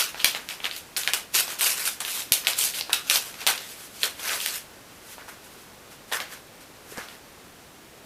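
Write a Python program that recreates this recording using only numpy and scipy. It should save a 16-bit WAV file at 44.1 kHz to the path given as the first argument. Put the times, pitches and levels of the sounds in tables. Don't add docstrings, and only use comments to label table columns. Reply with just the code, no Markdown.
import sys
import numpy as np
from scipy import signal
from scipy.fft import rfft, irfft, next_fast_len
from scipy.io import wavfile
from scipy.ndimage import uniform_filter1d, map_coordinates

SR = 44100
rng = np.random.default_rng(int(sys.argv[2]) if len(sys.argv) > 2 else 0)


def put_to_file(sound):
    columns = np.atleast_2d(sound).T
    safe = np.clip(columns, -1, 1)
    whole_steps = np.round(safe * 32767)
    wavfile.write(sys.argv[1], SR, whole_steps.astype(np.int16))


N = 355005


def amp(db):
    return 10 ** (np.asarray(db) / 20)


def unit(x):
    return x / np.sqrt(np.mean(x ** 2) + 1e-20)


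def along(points, hz):
    point_hz, values = np.transpose(points)
    return np.interp(np.log(hz + 1), np.log(point_hz + 1), values)


def filtered(x, response):
    size = next_fast_len(len(x) + 8192)
    return irfft(rfft(x, size) * response(np.fft.rfftfreq(size, 1 / SR)), size)[:len(x)]


def coloured(x, spectrum):
    return unit(filtered(x, lambda f: amp(along(spectrum, f))))


def wobble(rate_hz):
    knots = rng.standard_normal(int(N * rate_hz / SR) + 4)
    return map_coordinates(knots, [np.arange(N) * rate_hz / SR])


def resonance(hz, q):
    return lambda f: 1j * f * hz / q / (hz * hz - f * f + 1j * f * hz / q)


def hiss(level_db=-49):
    # freq_hz, gain_db
    spectrum = [(12, -30), (25, -6.5), (70, -2), (250, 0), (500, -1), (1000, -5), (2000, -8.5),
                (4000, -12.5), (8000, -16), (13000, -18.5), (16000, -22)]
    noise = coloured(rng.standard_normal(N), spectrum)
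    return amp(level_db + 0.2 * wobble(3.97)) * noise


def room_response(answer_db=-6.5, build_s=0.0023):
    # freq_hz, t60_s
    decay = [(300, 0.5), (2000, 0.3), (6000, 0.27), (14000, 0.18)]
    # delay_s, gain_db
    walls = [(.007, -28), (.0125, -3), (.0195, -23), (.0245, -25)]
    hz, t, spectra = signal.stft(rng.standard_normal(SR // 3), SR, nperseg=256)
    spectra = spectra * amp(-60 * t / along(decay, hz)[:, None])
    response = signal.istft(spectra, SR, nperseg=256)[1][:SR // 3]
    response *= 1 - np.exp(-(np.arange(len(response)) / SR / build_s) ** 2)
    response /= np.linalg.norm(response)
    for (delay_s, gain_db), sign in zip(walls, rng.choice([-1, 1], len(walls))):
        response[round(delay_s * SR)] += sign * amp(gain_db)
    response *= amp(answer_db)
    response[0] = 1
    return response


def finger_taps(rise_s=0.00049, decay_s=0.0043):
    # start_s, level_db, pitch_hz
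    taps = [(6.922, -29.5, 430), (6.979, -27.5, 230), (6.984, -26, 508)]
    out, t = np.zeros(N + SR), np.arange(SR // 10) / SR
    envelope = np.exp(-t / decay_s) * (1 - np.exp(-t / rise_s))
    for start_s, level_db, pitch_hz in taps:
        out[round(start_s * SR):][:len(t)] += amp(level_db) * np.sin(2 * np.pi * pitch_hz * t) * envelope
    return out[:N]


def low_thumps(rise_s=0.00062):
    # start_s, peak_db
    thumps = [(0.243, -30.5), (2.319, -26)]
    out, age = np.zeros(N + SR), np.arange(SR // 50) / SR / rise_s
    for start_s, peak_db in thumps:
        out[round(start_s * SR):][:len(age)] += amp(peak_db) * age * np.exp(1 - age)
    return out[:N]


def pocket(x, cutoff_hz=300):
    # pitch_hz, width_hz, relative_db
    modes = [(820, 6.8, -25), (1480, 12, 1), (1680, 7.6, -8), (2830, 300, -36.5)]
    lift = lambda f: 1 + .5 * sum(amp(db) * resonance(hz, hz / width_hz)(f) for hz, width_hz, db in modes)
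    low_cut = lambda f: (1j * f / (cutoff_hz + 1j * f)) ** 2
    return filtered(x, lambda f: lift(f) * low_cut(f))


def crease_snaps(edge_db=-0.5, onset_delay_s=.0008, crack_hz=10000, thud_hz=900):
    # start_s, level_db, panel_hz, edge_hz, thud_db, crack_db (last two re the swing)
    snaps = [(0.1445, -23, 1190, 3570, 2.5, -34), (0.2009, -16.5, 3490, 3680, -39, -20),
             (0.2442, 3.5, 2660, 5600, -16.5, -5), (0.348, -11, 2220, 3900, -7, -24),
             (0.4882, -14.5, 2340, 5100, -21, -8), (0.5072, -19.5, 2320, 3710, -8, -31),
             (0.602, -23, 2670, 3640, -4.5, -25), (0.6428, -11.5, 2970, 3770, -15, -28),
             (0.6536, -10, 2320, 3600, -21, -29), (0.7116, -15.5, 3270, 4160, -34, -16),
             (0.764, -18.5, 2990, 6340, -24, -2), (0.9645, -10, 2800, 5350, -33, -26),
             (1.0334, -14.5, 2970, 5550, -26, -15), (1.075, -4, 2140, 3400, -18, -9),
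             (1.1344, -1, 3200, 8850, -18, -11), (1.3435, -9, 2300, 6500, -16, -6),
             (1.3497, -9, 2730, 4030, -42, 0), (1.479, -18, 2680, 5140, -3, -24),
             (1.594, -22, 3590, 4300, -7, 3), (1.6091, -8, 2250, 4200, -44, 1),
             (1.8535, -16, 3540, 3950, -37, 1), (1.8761, -9.5, 1520, 7300, -41, -2),
             (2.0036, -10.5, 3030, 8360, -14.5, -22), (2.0492, -13, 3000, 3860, -37, -7),
             (2.0807, -22, 1560, 3690, -21, -16), (2.1053, -22, 2860, 5010, -37, -6),
             (2.2035, -21, 2360, 4300, -6, 0), (2.22, -20, 3240, 4270, -25, -18),
             (2.3204, -1, 2810, 5540, -20, 1.5), (2.4486, -19, 1500, 3880, -25, -12),
             (2.4696, -0.5, 2360, 3910, -17.5, -11), (2.5326, -14, 3280, 4240, -26, -16),
             (2.588, -18, 3500, 8300, -38, 9), (2.6388, -7, 2900, 7960, -29, -9),
             (2.7374, -21, 2490, 3800, -20, -20), (2.7433, -20, 3410, 3840, -30, -15),
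             (2.7865, -19, 2500, 4170, -17, -2), (2.81, -8, 2450, 5300, -15.5, -28),
             (2.8947, -23, 820, 3920, 7, -18), (2.9302, -2.5, 3120, 4560, -35, -2),
             (3.0981, -2, 3080, 5200, -33, -2), (3.1574, -5, 3440, 5300, -10, -7),
             (3.3414, -24.5, 2180, 3960, -10, -16), (3.4156, -19.5, 2670, 4750, -9, -22),
             (3.466, -2.5, 3130, 5330, -9.5, -6), (3.4726, -5, 3230, 3860, -35, -2.5),
             (3.5774, -17, 3030, 4700, -22, -13), (4.0315, -3.5, 3420, 4700, -47, -13),
             (4.1944, -25.5, 3300, 3760, -2, -4), (4.2939, -11.5, 2800, 4030, -29, -17),
             (4.3316, -15, 1980, 5440, -29, -14), (4.4028, -14, 3600, 3750, -22, -16),
             (4.4606, -8.5, 2480, 3840, -15, -0.5), (5.1809, -34, 1010, 3600, 7, -24),
             (5.282, -35, 1010, 6860, 5, -17), (6.1157, -23, 1650, 3600, 2.5, -22),
             (6.1236, -14.5, 1700, 3860, 0.5, -19), (6.1324, -14.5, 3080, 4260, -20, -26),
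             (6.202, -14.5, 1820, 3900, -8, -29), (6.324, -33, 2060, 3940, -17, -25),
             (6.9736, -24, 1740, 8400, 1, -20), (6.9803, -21, 1390, 4660, -22, -28),
             (7.0855, -26.5, 2090, 3940, -15, -11)]
    out, t = np.zeros(N + SR), np.arange(SR // 50) / SR
    for start_s, level_db, panel_hz, edge_hz, thud_db, crack_db in snaps:
        flip_noise, crack_noise = rng.standard_normal((2, len(t)))
        pulse = np.exp(-t / .00004) + 0.4 * np.exp(-t / 0.0003) * flip_noise
        steps = np.zeros(SR // 300)
        steps[rng.integers(8, len(steps), 3)] = .55 * rng.uniform(-1, 1, 3)
        steps[0] = 1
        flip = np.convolve(pulse, steps)[:len(t)]
        panel, edge = resonance(panel_hz, q=2.1), resonance(edge_hz, q=2.5)
        swing = filtered(flip, lambda f: panel(f) - amp(edge_db) * edge(f))
        crack = filtered(np.exp(-t / 0.001) * crack_noise, lambda f: resonance(crack_hz, q=1.2)(f) ** 2)
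        thud = np.sin(2 * np.pi * thud_hz * t) * np.exp(-t / 0.0009)
        snap = swing / np.abs(swing).max() + amp(crack_db) * crack / np.abs(crack).max()
        snap += amp(thud_db) * thud
        heard = signal.fftconvolve(snap, room_response())
        out[round((start_s + onset_delay_s) * SR):][:len(heard)] += amp(level_db) * heard
    return out[:N]


def fibre_ticks(rate_hz, spread_db, rattle_s=0.00025):
    chance = rate_hz / SR * amp(2.4 * wobble(60))
    ticks = (rng.random(N) < chance) * amp(spread_db * np.minimum(rng.exponential(1, N), 3))
    bursts = signal.lfilter([1], [1, -np.exp(-1 / (rattle_s * SR))], ticks)
    return unit(bursts * rng.standard_normal(N)) + rng.standard_normal(N)


def sheet_bending(x, depth_db):
    spectra = signal.stft(x, nperseg=512)[2]
    patches = uniform_filter1d(rng.standard_normal(spectra.shape), size=4, axis=0)
    patches = uniform_filter1d(patches, size=6, axis=1)
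    return signal.istft(spectra * amp(depth_db * unit(patches)), nperseg=512)[1][:N]


def stroke_gains(rise_db=20):
    # full_s, rise_s, hold_s, crackle_db, flex_db, fibre_db (last two re crackle)
    strokes = [(0.0, .01, 0.0084, -25, -6, -1.5), (.15, .006, .035, -46, 2.5, -8),
               (0.207, 0.03, 0.017, -36.5, -8, -9), (0.252, 0.012, 0.016, -26.5, -8, -3.5),
               (0.35, 0.012, 0.0051, -39.5, 3.5, -4), (0.493, 0.002, 0.028, -41, -2.5, -4),
               (0.648, 0.026, 0.0049, -38, 3.5, -3), (.716, .005, 0.0087, -44, -8, -8),
               (0.771, 0.073, 0.0084, -45, -15, 1.5), (0.968, 0.0013, 0.0045, -32, -7.5, 5.5),
               (1.04, 0.06, 0.0046, -42.5, -6, 1), (1.08, 0.0013, .008, -38.5, 4, 0),
               (1.138, 0.0013, 0.0063, -34, -0.5, 5), (1.35, 0.016, 0.051, -28, -9, 3.5),
               (1.508, 0.098, 0.016, -37, -2, -0.5), (1.59, .008, .012, -39, -8, 4),
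               (1.615, .006, 0.1, -31.5, -6.5, 6), (1.802, .1, 0.046, -38.5, -3.5, 5.5),
               (1.856, 0.0033, 0.027, -33, -19, 5), (2.006, 0.006, .005, -36, 0.5, 0),
               (2.055, .01, .035, -38, -7, 0.5), (2.109, .02, 0.1, -38.5, -10.5, 4.5),
               (2.324, 0.0013, 0.0058, -30.5, -11, 10), (2.39, 0.033, 0.024, -45, -4, 1),
               (2.45, .02, .012, -40, 1, -10), (2.478, 0.0083, 0.022, -31, -5, 0.5),
               (2.593, 0.029, 0.062, -31.5, -16.5, 7), (2.748, 0.023, 0.028, -36, -12, 2.5),
               (2.9, .005, 0.018, -46.5, 8, -5), (2.934, 0.012, 0.005, -32.5, -1.5, 2.5),
               (3.075, .08, 0.013, -45, -7, -1), (3.101, 0.0079, 0.065, -29, -5.5, 3.5),
               (3.258, 0.3, 0.029, -49.5, -17, 5.5), (3.408, 0.05, 0.0097, -44, -4, -5),
               (3.471, 0.0013, 0.023, -27.5, 1, 0), (3.59, .02, .01, -44.5, -2, -3),
               (3.692, 0.27, 0.036, -49, -18, 2.5), (3.835, 0.21, .01, -51.5, -5, 7),
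               (3.96, .12, 0.013, -52, -12, 3), (4.015, 0.064, .015, -41, -14, -1.5),
               (4.036, 0.0082, 0.0069, -34, 1.5, 4), (4.288, 0.13, 0.058, -33.5, -1, 0),
               (4.398, 0.059, 0.092, -38, -15, 3), (4.468, .006, 0.014, -36.5, -8, 0),
               (4.54, .1, .02, -40, -4, 6), (5.122, 0.14, 0.0096, -50, -2.5, 4.5),
               (5.188, .006, .025, -54, 9.5, -13), (5.288, 0.015, 0.009, -52.5, 9, 4),
               (5.443, 0.01, .01, -60, -9, 6), (5.52, .05, 0.016, -61, -8, 5),
               (5.58, 0.017, 0.046, -61, -3, 4), (5.908, 0.0067, 0.021, -57, -1, 2.5),
               (6.09, 0.049, .01, -59, -3, 3), (6.125, 0.011, .03, -38.5, 6, 3.5),
               (6.207, 0.03, .01, -40.5, 4.5, -9), (6.331, .055, 0.0056, -47.5, 3, 1.5),
               (6.608, 0.01, .005, -53, -5, -1), (6.905, 0.062, .02, -53, 2.5, 5.5),
               (6.981, .04, 0.011, -47.5, 11, -0.5), (7.03, .05, .02, -49.5, 0, -6),
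               (7.088, .05, 0.065, -55, 2, -3)]
    # time_s, level_db
    handling = [(0, -49.5), (.8, -58), (1.3, -61), (3.6, -50), (3.92, -61.5), (4.6, -62), (5.3, -60),
                (6.0, -64), (7.3, -64.5), (7.5, -65)]
    # crackle_db_per_s, flex_db_per_s, fibre_db_per_s
    fade_db_per_s = [213, 223, 253]
    t = np.arange(0, N + 32, 32) / SR
    power = np.tile(amp(np.interp(t, *np.transpose(handling))) ** 2, (3, 1))
    for full_s, rise_s, hold_s, crackle_db, flex_db, fibre_db in strokes:
        layer_db = crackle_db + np.array([[0], [flex_db], [fibre_db]])
        attack_db = rise_db * np.minimum(t - full_s, 0) / rise_s
        fade_db = np.outer(fade_db_per_s, np.maximum(t - full_s - hold_s, 0))
        power += amp(layer_db + attack_db - fade_db) ** 2
    return [np.interp(np.arange(N) / SR, t, gain) for gain in np.sqrt(power)]


def tearing():
    # freq_hz, gain_db
    crackle_spectrum = [(700, -51), (1500, -34), (2500, 7), (4000, 5.5), (6000, 1), (9000, -14.5)]
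    # freq_hz, gain_db
    flex_spectrum = [(150, -41), (400, -0.5), (900, -1), (1500, 5), (2200, -0.5), (4000, -41.5)]
    # freq_hz, gain_db
    fibre_spectrum = [(3500, -7), (6000, 0.5), (8000, 5), (12500, 5), (14500, 0), (16000, -30.5)]
    crackle_gain, flex_gain, fibre_gain = stroke_gains()
    ticks = sheet_bending(fibre_ticks(rate_hz=2500, spread_db=2.6), depth_db=2.1)
    grip = np.clip((20 * np.log10(crackle_gain) + 56) / 10, 0, 1)
    drive = grip * unit(ticks) + np.sqrt(1 - grip ** 2) * rng.standard_normal(N)
    crackle = crackle_gain * coloured(drive, crackle_spectrum)
    flex = flex_gain * coloured(drive, flex_spectrum)
    fibre = fibre_gain * coloured(drive, fibre_spectrum)
    return amp(0.89 * wobble(30)) * (crackle + flex + fibre)


def scene():
    paper = pocket(crease_snaps() + tearing())
    return (paper + low_thumps() + finger_taps() + hiss())[None]


def record(dry):
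    ceiling, top_hz = 1.05, 15450
    clipped = dry[0] / (1 + np.abs(dry[0] / ceiling) ** 12) ** (1 / 12)
    return filtered(clipped, lambda f: 1 / (1 + (f / top_hz) ** 120))[None]


dry = scene()
out = record(dry)
put_to_file(out)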